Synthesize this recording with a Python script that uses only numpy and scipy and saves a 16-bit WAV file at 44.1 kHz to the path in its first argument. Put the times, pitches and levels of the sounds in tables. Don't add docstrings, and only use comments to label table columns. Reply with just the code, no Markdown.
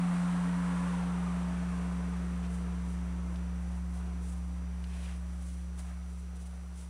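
import sys
import numpy as np
from scipy import signal
from scipy.fft import rfft, irfft, next_fast_len
from scipy.io import wavfile
from scipy.ndimage import map_coordinates

SR = 44100
rng = np.random.default_rng(int(sys.argv[2]) if len(sys.argv) > 2 else 0)


def to_wav(s):
    ch = np.atleast_2d(s).T
    pcm = np.round(np.clip(ch, -1, 1) * 32767)
    wavfile.write(sys.argv[1], SR, pcm.astype(np.int16))


N = 303849
T = np.arange(N) / SR


def amp(db):
    return 10 ** (np.asarray(db) / 20)


def unit(x):
    return x / np.sqrt(np.mean(x ** 2) + 1e-20)


def wobble(rate):
    knots = rng.standard_normal(int(N * rate / SR) + 4)
    return map_coordinates(knots, [T * rate])


def filtered(x, response):
    size = next_fast_len(N + 8192)
    hz = np.fft.rfftfreq(size, 1 / SR)
    return irfft(rfft(x, size) * response(hz), size)[:N]


def coloured(x, colour):
    hz, db = np.transpose(sorted(colour))
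    return unit(filtered(x, lambda f: amp(np.interp(np.log(f + 1), np.log(hz), db))))


def noise(colour):
    return coloured(rng.standard_normal(N), colour)


def patchy(colour, depth_db, patch_hz, patch_s):
    frames = dict(nperseg=4096, noverlap=3072)
    hz, t, spectrum = signal.stft(noise(colour), SR, **frames)
    knots = rng.standard_normal((1500, 200))
    grid = np.meshgrid(hz / patch_hz, t / patch_s, indexing="ij")
    patches = unit(map_coordinates(knots, grid, order=1, mode="mirror"))
    reach = 1 / (1 + (hz[:, None] / 2500) ** 2)
    _, sound = signal.istft(spectrum * amp(depth_db * reach * patches), SR, **frames)
    return unit(sound[:N])


def strokes(rows, rise_share):
    power = np.zeros(N)
    for peak_s, length_s, db in rows:
        width_s = length_s * np.where(T < peak_s, rise_share, 1 - rise_share)
        power += amp(db) ** 2 * np.exp(-((T - peak_s) / width_s) ** 2)
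    return np.sqrt(power)


def friction(envelope, colour, slips_per_s, smooth, catch_db):
    slips = rng.standard_normal(N) * (rng.random(N) < slips_per_s / SR)
    rub = coloured(unit(slips) + smooth * rng.standard_normal(N), colour)
    return envelope * amp(catch_db * wobble(60)) * rub


def bell():
    # pitch in Hz, starting level in dB rms, decay in dB per second,
    # the weaker twin's offset in Hz, its relative amplitude, time of a beat's trough in seconds.
    modes = [(41.4, -58.5, 2.5, 1.3, 0.2, 0.61), (66.94, -40.5, 0.5, 0.111, 0.99, -0.38),
             (176.47, -29, 3, -0.014, 0.05, 2.9), (263.2, -51, 4, 1.23, 0.26, 1.83),
             (271.9, -53, 3.5, -0.836, 0.48, 1.36)]
    hum = np.zeros(N)
    for hz, db, decay, offset_hz, twin_share, trough_s in modes:
        beating = 1 - twin_share * np.exp(2j * np.pi * offset_hz * (T - trough_s))
        tone = np.exp(2j * np.pi * (hz * T + rng.random()))
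        hum += np.sqrt(2) * amp(db - decay * T) * np.real(beating * tone)
    return hum


def car_roar(level_db=-49.5, waver_db=0.68, closest_s=1.43, pass_s=1.486):
    # frequency in Hz, relative level in dB.
    colour = [(20, -5), (110, -0.5), (370, -0.5), (500, -2.5), (750, -4), (1300, -6), (2300, -12.5),
              (4000, -24), (9000, -24), (15000, -56)]
    distance = np.hypot(1, (T - closest_s) / pass_s)
    envelope = amp(level_db + waver_db * wobble(9)) / distance
    return envelope * patchy(colour, depth_db=2.0, patch_hz=60.0, patch_s=0.25)


def tyre_hiss(level_db=-44.0, waver_db=0.68, peak_s=0.21, turn_s=0.64, fade_db_per_s=6.5):
    # frequency in Hz, relative level in dB.
    colour = [(200, -22), (500, -6.5), (650, -5.5), (780, -3.5), (950, -1), (1170, -1.5), (1450, -6.5),
              (2300, -14), (3900, -21.5), (5200, -27), (7000, -25.5), (9200, -20.5), (11200, -32.5),
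              (15500, -54)]
    past_s = np.hypot(T - peak_s, turn_s) - turn_s
    envelope = amp(level_db - fade_db_per_s * past_s + waver_db * wobble(12))
    return envelope * patchy(colour, depth_db=2.0, patch_hz=55.04, patch_s=0.1793)


def outdoor_air(level_db=-65, waver_db=3.0):
    # frequency in Hz, relative level in dB.
    colour = [(20, -6), (100, -5), (270, 2), (480, -10.5), (700, 4.5), (900, -2.5), (1300, 1.5),
              (1750, -7.5), (2500, -8.5), (5000, -21.5), (15000, -40)]
    envelope = amp(level_db + waver_db * wobble(3.95))
    return envelope * patchy(colour, depth_db=2.0, patch_hz=70.7, patch_s=0.298)


def jacket(stir_from_s=1.7, stir_db=-70.5, swing_db=2.2):
    # peak time in seconds, length in seconds, level in dB rms.
    swishes = [(2.54, 0.095, -61), (2.92, 0.14, -66), (3.77, .05, -65), (3.95, .08, -61.5),
               (4.28, 0.11, -58.5), (5.0, 0.26, -62.5), (5.48, 0.16, -61), (5.79, 0.027, -57.5),
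               (5.85, 0.14, -64), (6.363, .02, -61.5), (6.412, .03, -62), (6.467, .016, -60),
               (6.795, 0.071, -58.5)]
    # frequency in Hz, relative level in dB.
    nylon = [(1500, -16), (3000, -6), (5000, -6.5), (7000, -3), (9300, 1), (10200, -1.5), (11200, -11),
             (12800, -16), (15500, -22)]
    stir = amp(stir_db + swing_db * wobble(6)) * (T > stir_from_s)
    envelope = np.hypot(strokes(swishes, rise_share=0.43), stir)
    return friction(envelope, nylon, slips_per_s=2200, smooth=1.2, catch_db=1.37)


def shoe_scuffs():
    # peak time in seconds, length in seconds, level in dB rms.
    scuffs = [(2.45, .035, -57), (4.955, 0.11, -57), (5.075, 0.12, -54), (6.8, .05, -72)]
    # frequency in Hz, relative level in dB.
    grit = [(300, -18), (750, -2), (1400, -2.5), (2500, -1.5), (3200, -4), (4200, -11), (10000, -17),
            (15000, -41)]
    return friction(strokes(scuffs, rise_share=0.47), grit, slips_per_s=1000, smooth=1.7, catch_db=0.9)


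def grit_cracks(t60_s=0.028):
    # start in seconds, level in dB.
    ticks = [(3.358, -51.5), (4.841, -47)]
    # frequency in Hz, relative level in dB.
    colour = [(800, -18), (1800, -5), (2900, 5), (4900, -1), (6500, -9), (8500, -22), (15000, -40)]
    envelope = sum(amp(db - 60 * np.abs(T - start) / t60_s) * (T >= start) for start, db in ticks)
    return envelope * noise(colour)


def footfalls():
    # peak time in seconds, length in seconds, level in dB rms.
    steps = [(5.795, 0.04, -55), (5.89, 0.12, -58.5)]
    # frequency in Hz, relative level in dB.
    sole = [(150, 2), (450, -18), (720, 0), (1000, -6), (1700, -7), (3000, -17), (8000, -38)]
    return friction(strokes(steps, rise_share=0.36), sole, slips_per_s=1000, smooth=1.5, catch_db=1.5)


def scene():
    surroundings = bell() + car_roar() + tyre_hiss() + outdoor_air()
    visitor = jacket() + shoe_scuffs() + grit_cracks() + footfalls()
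    return (surroundings + visitor)[None]


def record(dry, hiss_db=-67.5, whine_hz=5880, whine_db=-70.5, whine_fade_db_per_s=0.4):
    # frequency in Hz, relative level in dB.
    hiss_colour = [(1000, -0.5), (3000, -1), (5000, -1), (7000, -3), (9300, -1), (10200, -1), (11200, -10),
                   (12800, -10.5), (15500, -14)]
    notch_hz, notch_width_hz, notch_depth, top_hz = 11830, 600, 0.89, 15700

    def response(hz):
        notch = 1 - notch_depth * np.exp(-((hz - notch_hz) / notch_width_hz) ** 2)
        return notch * (hz < top_hz)

    hiss = amp(hiss_db) * noise(hiss_colour)
    whine = np.sqrt(2) * amp(whine_db - whine_fade_db_per_s * T) * np.sin(2 * np.pi * whine_hz * T)
    return filtered(dry[0] + hiss + whine, response)[None]


dry = scene()
out = record(dry)
to_wav(out)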